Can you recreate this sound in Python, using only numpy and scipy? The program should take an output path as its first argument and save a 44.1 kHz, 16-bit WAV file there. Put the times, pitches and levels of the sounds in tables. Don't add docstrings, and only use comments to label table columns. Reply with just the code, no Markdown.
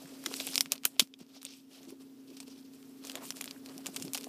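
import sys
import numpy as np
from scipy import signal
from scipy.fft import rfft, irfft
from scipy.io import wavfile
from scipy.ndimage import uniform_filter1d

SR = 44100
rng = np.random.default_rng(int(sys.argv[2]) if len(sys.argv) > 2 else 0)


def boost(x):
    u = np.asarray(x, float) / 20
    return 10 ** u


def put_to_file(sound):
    columns = np.atleast_2d(sound).T
    safe = np.clip(columns, -1, 1)
    whole_steps = np.round(safe * 32767)
    wavfile.write(sys.argv[1], SR, whole_steps.astype(np.int16))


N = 189100

# frequency in Hz, density in dB per Hz.
AIR_SPECTRUM = [(25, -41), (70, -34.5), (150, -17.5), (200, -18.5), (260, -6.5), (340, -17.5), (430, -14),
                (520, -28), (900, -32.5), (2000, -38), (4000, -41), (15200, -39)]
AIR_DB = -56
# frequency in Hz, level in dB, wander of the pitch in Hz.
HUM_TONES = [(269, -51, .4), (240, -61.5, .4)]
HUM_WAVER_DB = 1.2
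# low edge in Hz, high edge in Hz, level in dB.
MIDDLE_PATCHES = [(2356, 3400, -4.5), (3160, 4980, -1), (4500, 6270, -1), (5250, 5500, -10.5)]
TREBLE_PATCHES = [(6780, 9020, 0.9), (8700, 11600, -2.1), (10920, 13500, -1.5), (13000, 20000, -1.5)]
BODY_PATCHES = [(300, 470, 1.3), (470, 730, 4.0), (794, 1390, 1.0), (1310, 2800, 0.89)]
# start in seconds,
# hold in seconds, rustle level in dB, treble in dB re middle, body in dB re middle.
FLAP_STROKES = [(0, 0.19, -61, 1, 1), (0.236, 0.071, -54.5, -0.5, -6), (0.308, 0.018, -61, 1, -5),
                (0.333, 0.15, -49.5, 3, -9.5), (0.48, 0.096, -53, 5, -4.5), (0.523, 0.015, -48, 1, -15),
                (0.575, 0.06, -61, 1, -13), (0.656, 0.052, -71.5, -18, 3), (0.721, 0.019, -55, -8, 1),
                (0.855, 0.025, -60, 7, -6), (0.912, 0.032, -67.5, 1, -2), (0.947, 0.018, -72, -6, 5),
                (0.996, 0.031, -59.5, 1, -18), (1.203, 0.018, -61.5, -6.5, -3),
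                (1.291, 0.038, -67.5, -4, -5.5), (1.348, 0.026, -58, -7, -6.5),
                (1.47, 0.048, -54.5, -22, -14), (1.523, 0.055, -61.5, -0.5, -17),
                (1.714, 0.065, -59, -3.5, -5.5), (1.786, 0.031, -66, -4, -4), (1.824, 0.035, -65, -2, -1),
                (1.89, 0.012, -55.5, -2.5, -9.5), (2.009, 0.014, -63, -0.5, -1)]
SLEEVE_STROKES = [(2.196, 0.015, -71, -13, -13.5), (2.276, 0.01, -63.5, -3.5, -19),
                  (2.334, 0.016, -62.5, -2, -10), (2.416, 0.012, -68, -1, -14),
                  (2.474, 0.0064, -56.5, -9, -10), (2.508, 0.018, -59.5, -6, -9.5),
                  (2.557, 0.014, -68, -8, -9), (2.58, 0.01, -60, -5, -8), (2.651, 0.0061, -64.5, -4, -24),
                  (2.738, 0.0056, -59.5, 1, -8), (2.788, 0.2, -73, 4.5, 0.5), (3.046, 0.061, -54.5, 1, -3),
                  (3.147, 0.032, -58, -1, 8), (3.218, 0.015, -59, 2, 11), (3.243, 0.044, -55, 6.5, -9),
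                  (3.361, 0.027, -54.5, 0.5, -4), (3.44, 0.069, -60, -0.5, -1), (3.53, 0.045, -71, 8.5, 7),
                  (3.652, 0.064, -62.5, 1, 4), (3.739, 0.073, -65, 2, 2.5), (3.852, 0.04, -58.5, 1, 0.5),
                  (3.938, 0.061, -59.5, 3, 0.5), (4.015, 0.045, -56, 3.5, -19),
                  (4.076, 0.067, -65.5, 4.5, 2), (4.148, 0.013, -50, -8, -12), (4.18, 0.11, -61.5, 1, -4)]
# levels of middle, treble and body in dB.
REST_LEVELS_DB = [-70, -83, -88.5]
# start in seconds, level in dB, t60 in seconds.
SHIVERS = [(0.578, -38, 0.027), (0.6108, -51, 0.079), (0.722, -39, 0.037), (0.8544, -42, 0.079),
           (.999, -32, 0.087), (1.189, -58, .05), (1.431, -61, 0.032), (2.302, -57.5, .05),
           (2.368, -49, 0.065), (2.404, -47.5, 0.047), (2.427, -55, 0.047), (3.869, -44.5, 0.045),
           (3.964, -37.5, 0.031), (4.177, -42, 0.044), (4.024, -46, .04)]
# time of the peak in seconds, peak in dB, frequency in Hz.
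TAPS = [(.049, -51, 162), (.0578, -48.5, 1630), (.124, -49, 402), (.262, -31.5, 1380), (.29, -52, 400),
        (.315, -39, 424), (.335, -48, 1290), (.353, -47, 400), (.367, -59, 162), (.492, -50, 180),
        (.495, -59, 700), (.549, -53, 397), (.613, -58, 160), (0.661, -53, 162), (.722, -37.5, 1220),
        (.9962, -29, 1150), (.731, -57, 164), (.844, -43, 1320), (0.8546, -40, 912), (.855, -25.5, 1460),
        (.966, -53, 710), (0.9971, -41, 374), (1.024, -50, 1300), (1.366, -54.5, 705), (2.297, -50, 402),
        (2.315, -53, 407), (2.408, -56, 705), (2.431, -56, 950), (3.045, -46.5, 1050), (3.069, -53, 450),
        (3.132, -52, 1300), (3.161, -51, 1110), (3.189, -50, 1090), (3.209, -54, 694), (3.226, -48, 900),
        (3.233, -46, 596), (3.241, -50, 1000), (3.176, -47, 560), (3.324, -55, 700), (3.343, -51.5, 1200),
        (3.424, -54, 700), (3.563, -49.5, 1620), (3.695, -49, 1200), (3.791, -48, 704), (3.889, -42.5, 388),
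        (3.889, -45, 704), (3.891, -42.5, 204), (3.936, -50, 362), (3.968, -55, 160), (3.98, -44.5, 410),
        (4.01, -57, 420), (4.006, -47.5, 169), (4.043, -44, 168), (4.05, -40, 330), (4.069, -50, 390),
        (4.078, -45, 403), (4.084, -48.5, 131), (4.135, -49, 990), (4.155, -40.5, 750), (4.272, -55, 450)]
# time in seconds, peak in dB, ring in Hz, treble in dB re middle, body in dB re middle.
PEELING_SNAPS = [(0.2406, -24.5, 6700, 6, 14), (0.2617, -19, 3240, -12.5, -10),
                 (0.2647, -19.5, 6360, -10.5, -4), (0.3404, -17, 4330, -13, -1.5),
                 (0.367, -19.5, 5500, 8, -21), (0.4016, -17.5, 3550, -10, -3.5),
                 (0.4067, -18, 4080, -7.5, 3.5), (0.4688, -16, 8640, 7, -10), (0.474, -18, 2630, -10, -7),
                 (0.5346, -26, 5040, -8, 5), (.557, -4.5, 4700, -5.5, -12.5),
                 (0.5792, -5.5, 5250, -12.5, -6), (0.6085, -1, 5330, -5.5, -8.5),
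                 (0.6117, -19.5, 7570, 10, -18), (.659, -26, 2440, -15.5, 0.5),
                 (0.7206, -1, 5760, -1.5, -25.5), (0.7253, -18, 6060, 1, -9),
                 (0.7799, -32, 4360, -15.5, -15), (0.8523, -15, 8300, 2.5, -21.5),
                 (0.8538, -7, 3100, -4.5, -5), (0.8535, 1.5, 12100, -3, -8), (0.9961, 1, 3400, -8, -10.5),
                 (0.9972, -10.5, 5500, -11, -8), (0.9981, -9, 5220, -4, -8.5),
                 (0.9978, -1.5, 4560, -8.5, -12.5), (1.0032, -2.5, 3380, -9.5, -22.5),
                 (1.4513, -19.5, 8050, -7, -35)]
OPENING_SNAPS = [(3.0987, -21, 3140, -11, -1.5), (3.1178, -23.5, 4070, -3, -5), (3.155, -15, 4200, -4, 4.5),
                 (3.3059, -14.5, 5800, -7, -1.5), (3.369, -23, 5330, 1, 2), (3.4105, -22, 2300, -13, -2),
                 (3.413, -14.5, 6900, 2, -1.5), (3.4423, -18, 2440, -2, -4), (3.458, -23.5, 7490, 0, 2),
                 (3.5108, -25.5, 4730, -13, -9), (3.7798, -25, 5360, -1, -24), (3.8604, -22, 2900, -7, -16),
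                 (3.8674, -13.5, 7260, -3.5, -2), (3.963, -13.5, 7850, -2.5, -1.5),
                 (3.9668, -23.5, 3170, -21, -2), (4.0235, -19.5, 6650, -5.5, -4),
                 (4.0254, -21, 5400, -2, -29), (4.0504, -26, 7670, 13, 5), (4.1347, -11.5, 6900, 2, -10),
                 (4.14, -25, 8800, 7, -13), (4.147, -15, 5140, -6, -18), (4.1496, -12.5, 2950, -5, 1),
                 (4.153, -16, 5700, 1, 5), (4.1758, -15.5, 6240, 3, 2)]
FURTHER_SLIPS = [(0.261, -21.5, 5700, -14, -8), (0.2617, -15, 3580, -4, -10), (.264, -24.5, 2030, -13, 5),
                 (.4010, -24, 3470, -15, -6), (.5869, -29, 9000, 6, -8), (0.8518, -11, 4970, -4, -18),
                 (1.0307, -42, 4500, -9, -11), (1.5372, -40.5, 3520, -17, -17), (1.9028, -44, 9000, 3, -14),
                 (2.368, -50, 9000, 3, -14), (3.073, -27, 5500, -2, -10), (3.079, -36, 3300, -7, -12),
                 (3.0973, -26.5, 5000, -8, -20), (3.1547, -22.5, 5100, -8, -6),
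                 (3.1829, -41, 3500, -12, -8), (3.229, -38, 6500, 1, -17), (3.2896, -41, 9000, 6, -14),
                 (3.3906, -37, 4500, -4, -10), (3.8875, -43, 8000, 2, 6), (4.0316, -35, 6500, -1, -14),
                 (4.1567, -25, 4000, -8, -10), (4.1845, -36, 5000, -4, -10), (4.214, -38, 3520, -12, -10),
                 (4.2464, -36, 5500, -8, -12)]
# time in seconds, peak in dB, ring in
# Hz, treble in dB re middle.
GLUE_TICKS = [(0.0576, -42, 1910, -10), (0.324, -28, 2870, -6), (0.3902, -35, 4090, -14),
              (0.3982, -29, 5700, -10), (0.4098, -22.5, 7600, -14), (0.4777, -29, 3570, -12),
              (.489, -27.5, 3300, -15), (0.542, -25, 4900, -19), (0.5455, -17, 5340, -4),
              (0.548, -23, 7320, -4), (0.582, -12, 5990, 5), (0.714, -38.5, 2860, -19),
              (0.7287, -21, 4520, 6), (0.7565, -28, 2670, -5), (0.8358, -26, 2390, -10.5),
              (0.8433, -32, 2900, -18), (0.861, -16, 9100, 14), (0.9658, -44, 2600, -20),
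              (1, -11.5, 6100, 10), (1.074, -40.5, 4970, -4.5), (1.1396, -36.5, 3450, -28),
              (1.209, -37, 2840, 1), (1.4162, -41, 4000, -20), (1.4302, -24.5, 2760, 1),
              (1.457, -31.5, 2630, -6), (1.4663, -32, 3680, -35), (1.8315, -40, 6550, -19),
              (1.852, -41, 6000, -11), (1.9055, -29.5, 2710, 4), (2.828, -42, 2980, -12)]
CREASE_TICKS = [(2.3697, -49, 4500, -12), (2.4027, -28, 8000, -16), (2.406, -28, 6340, -1),
                (2.431, -40, 4720, -9), (2.4809, -33, 3450, -4), (3.4232, -33, 3010, -20),
                (3.6888, -35, 4330, -11), (3.039, -35, 4670, -11), (3.0506, -27, 6370, -11.5),
                (3.0705, -24, 6420, -1), (3.109, -34, 7240, 2), (3.158, -25, 7140, 2),
                (3.1725, -33.5, 3550, -24), (3.254, -28.5, 3340, -3), (3.4781, -26.5, 4260, -54),
                (3.4842, -32, 4580, -8), (3.661, -28, 4300, -6.5), (3.8634, -26, 4400, 1),
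                (3.3227, -32.5, 3140, -13), (3.9454, -32.5, 8700, -14), (3.972, -27, 2900, 1),
                (3.9997, -26, 6630, -6), (4.053, -28, 5250, -3), (4.081, -31.5, 4800, -20),
                (4.169, -25, 6500, -8), (4.1806, -28.5, 2680, -21), (4.2106, -24, 4760, -1),
                (4.2328, -27.5, 4840, -6), (4.2393, -30.5, 3550, -10), (4.2434, -21, 5770, -4),
                (.959, -48, 3030, -24), (.7343, -21.5, 4500, -5), (.7545, -38, 3000, -12),
               (0.7603, -33, 4500, -8.5), (1.19, -41, 6000, 1), (1.2658, -47, 5000, -10.5),
               (1.364, -48, 4000, -10), (1.4193, -30.5, 6000, -5), (1.4215, -41, 4000, -10),
               (1.447, -44, 3500, -22), (1.464, -39, 4000, -19), (1.7892, -42, 3990, -8),
               (2.3033, -44, 3940, -7.5), (2.5274, -48, 4500, -8), (2.6104, -43, 6000, 4),
               (2.736, -42, 4500, -7), (3.132, -41, 3970, -11), (3.6956, -36, 4500, -16),
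               (4.223, -36, 7000, -3), (4.2872, -46, 5050, -3)]
# frequency in Hz, t60 in seconds.
ROOM_DECAY = [(300, 0.23), (1500, 0.048), (4000, 0.03), (12000, 0.079)]
# time in seconds, level in dB, frequency in Hz, # t60 in
# seconds.
KNOCKS = [(0.265, -30, 300, 0.032), (0.314, -25, 1020, 0.012), (.405, -27, 610, 0.016),
          (.471, -32, 722, 0.023), (.718, -32, 584, 0.023), (0.579, -34, 280, 0.021),
          (.852, -34.5, 346, 0.031), (0.9948, -20.5, 594, 0.017), (1.016, -36.5, 246, 0.054),
          (1.211, -43, 246, 0.046), (1.452, -52.5, 574, 0.05), (1.8, -56, 419, 0.13),
          (1.87, -54, 332, 0.24), (2.305, -53.5, 289, 0.091), (2.31, -57, 587, 0.062),
          (2.479, -49, 432, 0.044), (3.153, -47, 610, 0.043), (3.17, -55, 930, 0.11),
          (3.222, -57, 596, 0.048), (3.235, -51, 1066, 0.07), (3.76, -37, 285, 0.026),
          (3.86, -28.5, 956, 0.016), (3.962, -51, 605, 0.017), (3.99, -57, 196, 0.26),
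          (4.006, -37.5, 280, 0.052), (4.04, -51, 381, 0.18), (1.92, -51, 373, .1),
          (4.043, -43, 270, 0.062), (4.064, -42.5, 318, 0.06), (4.17, -58.5, 411.5, 1),
          (4.269, -34, 736, 0.019)]
# dB lost per dB of excess, recovery time in seconds.
DUCK_RECOVERY = [(0.299, 0.1), (0.421, 0.96)]

LEAD = 90
FIRM_DB = -55


def evened(x):
    return x / np.sqrt(np.mean(x ** 2) + 1e-20)


def read(points, hz):
    f, value = np.transpose(points)
    return np.interp(np.log(hz + 1), np.log(f + 1), value)


def add(mix, s, sound):
    part = mix[max(round(s * SR), 0):][:len(sound)]
    part += sound[:len(part)]


def band(x, lo_hz, hi_hz, order=2):
    edges = [lo_hz, min(hi_hz, 0.49 * SR)]
    return signal.sosfilt(signal.butter(order, edges, "band", fs=SR, output="sos"), x)


def slow(hz):
    lowpass = signal.butter(2, hz, fs=SR, output="sos")
    return evened(signal.sosfilt(lowpass, rng.standard_normal(N + SR))[SR:])


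def air():
    shape = boost(read(AIR_SPECTRUM, np.fft.rfftfreq(N, 1 / SR)))
    noise = irfft(rfft(rng.standard_normal(N)) * shape, N)
    return boost(AIR_DB + 1.0 * slow(1.2)) * evened(noise)


def hum():
    out = np.zeros(N)
    for hz, db, wander_hz in HUM_TONES:
        level = np.sqrt(2) * boost(db + HUM_WAVER_DB * slow(2.9))
        phase = 2 * np.pi * np.cumsum(hz + wander_hz * slow(19.0)) / SR
        out += level * np.sin(phase)
    return out


def grains(per_s, spread_db, hiss):
    happens = rng.random(N) < per_s / SR
    size = boost(spread_db * np.minimum(rng.exponential(1, N), 4.2)) * happens
    return evened(size * rng.standard_normal(N)) + hiss * rng.standard_normal(N)


def patches(bands, clumps_db):
    total = np.zeros(N)
    for lo_hz, hi_hz, db in bands:
        swell = boost(db + 2.2 * slow(24.0) + clumps_db)
        total += swell * evened(band(grains(1500, 1.1, 1.0), lo_hz, hi_hz))
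    return evened(total)


def strokes():
    rise_db_per_s, fall_db_per_s = 1298.5, 650.5
    linger_s = 0.049
    t = np.arange(0, N, 64) / SR
    power = boost(np.array(REST_LEVELS_DB)[:, None] + ducking_db()[::64]) ** 2
    for s, hold_s, db, treble_db, body_db in FLAP_STROKES + SLEEVE_STROKES:
        swell_db = -rise_db_per_s * np.maximum(s - t, 0)
        decay_db = -fall_db_per_s * np.maximum(t - s - hold_s, 0)
        shape_db = (swell_db + decay_db) / (1 + hold_s / linger_s)
        levels_db = db + np.array([[0], [treble_db], [body_db]])
        power = power + boost(levels_db + np.maximum(shape_db, -200)) ** 2
    for s, db, t60 in SHIVERS:
        levels_db = db + np.array([[0], [-2.0], [-12.0]])
        power = power + (t >= s) * boost(levels_db - 60 * np.clip(t - s, 0, 1) / t60) ** 2
    return [np.interp(np.arange(N) / SR, t, np.sqrt(row)) for row in power]


def crackle(level):
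    per_s, mean_db, spread_db = 320, 2.5, 5.5
    firmness = (level / boost(FIRM_DB)) ** 0.19
    size = level * firmness * boost(mean_db + spread_db * np.minimum(rng.exponential(1, N), 1.8))
    size *= rng.random(N) < per_s / SR
    rings_hz = np.geomspace(2400, 7000, num=12)
    kind = rng.integers(0, len(rings_hz), N)
    chance = rng.standard_normal((len(rings_hz), 2 * LEAD))
    out = np.zeros(N)
    for k, (hz, row) in enumerate(zip(rings_hz, chance)):
        out += signal.oaconvolve(size * (kind == k), snap(hz, -7.5, -5.5, row))[:N]
    return out


def rustle():
    middle, treble, body = strokes()
    clumps_db = 1.2 * slow(50)
    top = treble * (middle / boost(FIRM_DB - 6.5)) ** -0.25
    out = patches(MIDDLE_PATCHES, clumps_db) * middle
    out += crackle(middle * boost(clumps_db))
    out += boost(-3.0) * patches(TREBLE_PATCHES[:2], clumps_db) * treble
    out += boost(-4.5) * patches(TREBLE_PATCHES[2:], clumps_db) * top
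    return out + patches(BODY_PATCHES, 0.5 * clumps_db) * body


def taps():
    peak_cycles = 1.16
    out = np.zeros(N)
    for s, db, hz in TAPS:
        turns = np.arange(round(8 * peak_cycles / hz * SR)) * hz / SR
        envelope = turns / peak_cycles * np.exp(1 - turns / peak_cycles)
        add(out, s - peak_cycles / hz, boost(db) * envelope * np.sin(2 * np.pi * turns))
    return out


def snap(ring_hz, treble_db, body_db, chance):
    t = (np.arange(len(chance)) - LEAD) / SR
    hz = np.fft.rfftfreq(1024, 1 / SR)
    envelope = np.where(t > 0, 0.28 * np.exp(-t / 0.00041), 0.03 * np.exp(t / 0.00094))
    slips = np.clip(chance, -2, 2) ** 3 * envelope
    slips[LEAD] += 2
    plain_db = read([(250, body_db - 15.5), (1100, body_db - 4.5), (1900, body_db - 5.5),
                     (2400, -3.0), (4600, -5.0), (7000, -4.0 + 0.46 * min(treble_db + 3.5, 0)),
                     (9000, treble_db), (15000, treble_db - 5.0)], hz)
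    resonance = 0.98 / (1 + ((hz - ring_hz) / (0.11 * ring_hz)) ** 2)
    colour = boost(plain_db) + resonance
    colour /= np.sqrt(uniform_filter1d(abs(rfft(slips, 1024)) ** 2, size=37))
    log_gain = np.log(np.concatenate([colour, colour[-2:0:-1]]))
    causal = np.fft.ifft(np.exp(np.conj(signal.hilbert(log_gain)))).real[:512]
    sound = np.convolve(slips, causal)
    return sound / abs(sound).max()


def snaps():
    rows = PEELING_SNAPS + OPENING_SNAPS
    rows = rows + [(*row, 1 + 0.61 * row[-1]) for row in GLUE_TICKS]
    rows = rows + [(*row, -4.5) for row in CREASE_TICKS] + FURTHER_SLIPS
    out, sent = np.zeros(N), np.zeros(N)
    chance = rng.standard_normal((len(rows), 2 * LEAD))
    for (s, db, ring_hz, treble_db, body_db), row in zip(rows, chance):
        sound = boost(db) * snap(ring_hz, treble_db, body_db, row)
        add(out, s - LEAD / SR - 0.0001, sound)
        add(sent, s - LEAD / SR, sound * boost(-0.2 * max(db + 10.0, 0)))
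    return out, sent


def room(x):
    out = np.zeros(N)
    turn = np.arange(N) * np.pi * 23 / SR
    start = np.arange(SR // 3) / SR
    for k in range(3):
        echoes = rng.standard_normal(SR // 3) * (start > 0.0012) * (rng.random(SR // 3) < 0.3)
        hz, t, z = signal.stft(echoes, SR, nperseg=64)
        decay = boost(-60 * t / read(ROOM_DECAY, hz)[:, None])
        tail = signal.istft(z * decay, SR, nperseg=64)[1]
        share = np.sqrt(2 / 3) * np.cos(turn + k * np.pi / 3)
        out += signal.oaconvolve(x * share, tail / np.linalg.norm(tail))[:N]
    return out


def knocks():
    out, t = np.zeros(N), np.arange(6000) / SR
    chance = rng.standard_normal((len(KNOCKS), 6000))
    for (s, db, hz, t60), row in zip(KNOCKS, chance):
        rattle = 0.88 * evened(band(row, 0.54 * hz, 1.15 * hz))
        ring = np.sin(2 * np.pi * hz * t) + rattle
        soft_start = 1 - np.exp(-(t / 0.0049) ** 2)
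        add(out, s - 0.002, boost(db - 60 * t / t60) * 2 * soft_start * ring)
    return out


def ducking_db():
    threshold_db, attack_s = -6, 0.085
    out = np.zeros(N)
    for s, db, *_ in PEELING_SNAPS:
        if db > threshold_db:
            t = np.maximum(np.arange(N) / SR - s, 0)
            back = sum(share * np.exp(-t / back_s) for share, back_s in DUCK_RECOVERY)
            out -= (db - threshold_db) * (1 - np.exp(-t / attack_s)) * back
    return out


def scene():
    cracks, sent = snaps()
    echo = boost(-9.0) * band(room(sent), 1150, 20300, order=1)
    handling = band(cracks + echo + rustle() + knocks() + taps(), 123.0, 20000)
    steady = (hum() + air()) * boost(ducking_db())
    return (handling + steady)[None]


def top_cut(x):
    return signal.sosfilt(signal.butter(12, 16800, fs=SR, output="sos"), x)


def record(dry):
    edge_hz = 15300
    hz = np.fft.rfftfreq(N, 1 / SR)
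    top_db = np.interp(hz, [0, edge_hz - 130, edge_hz + 150, 16750, 16850],
                       [-0.5, -1.0, -39.5, -35.0, -114])
    mix = irfft(rfft(dry) * boost(top_db), N)
    return top_cut(mix)


dry = scene()
out = record(dry)
put_to_file(out)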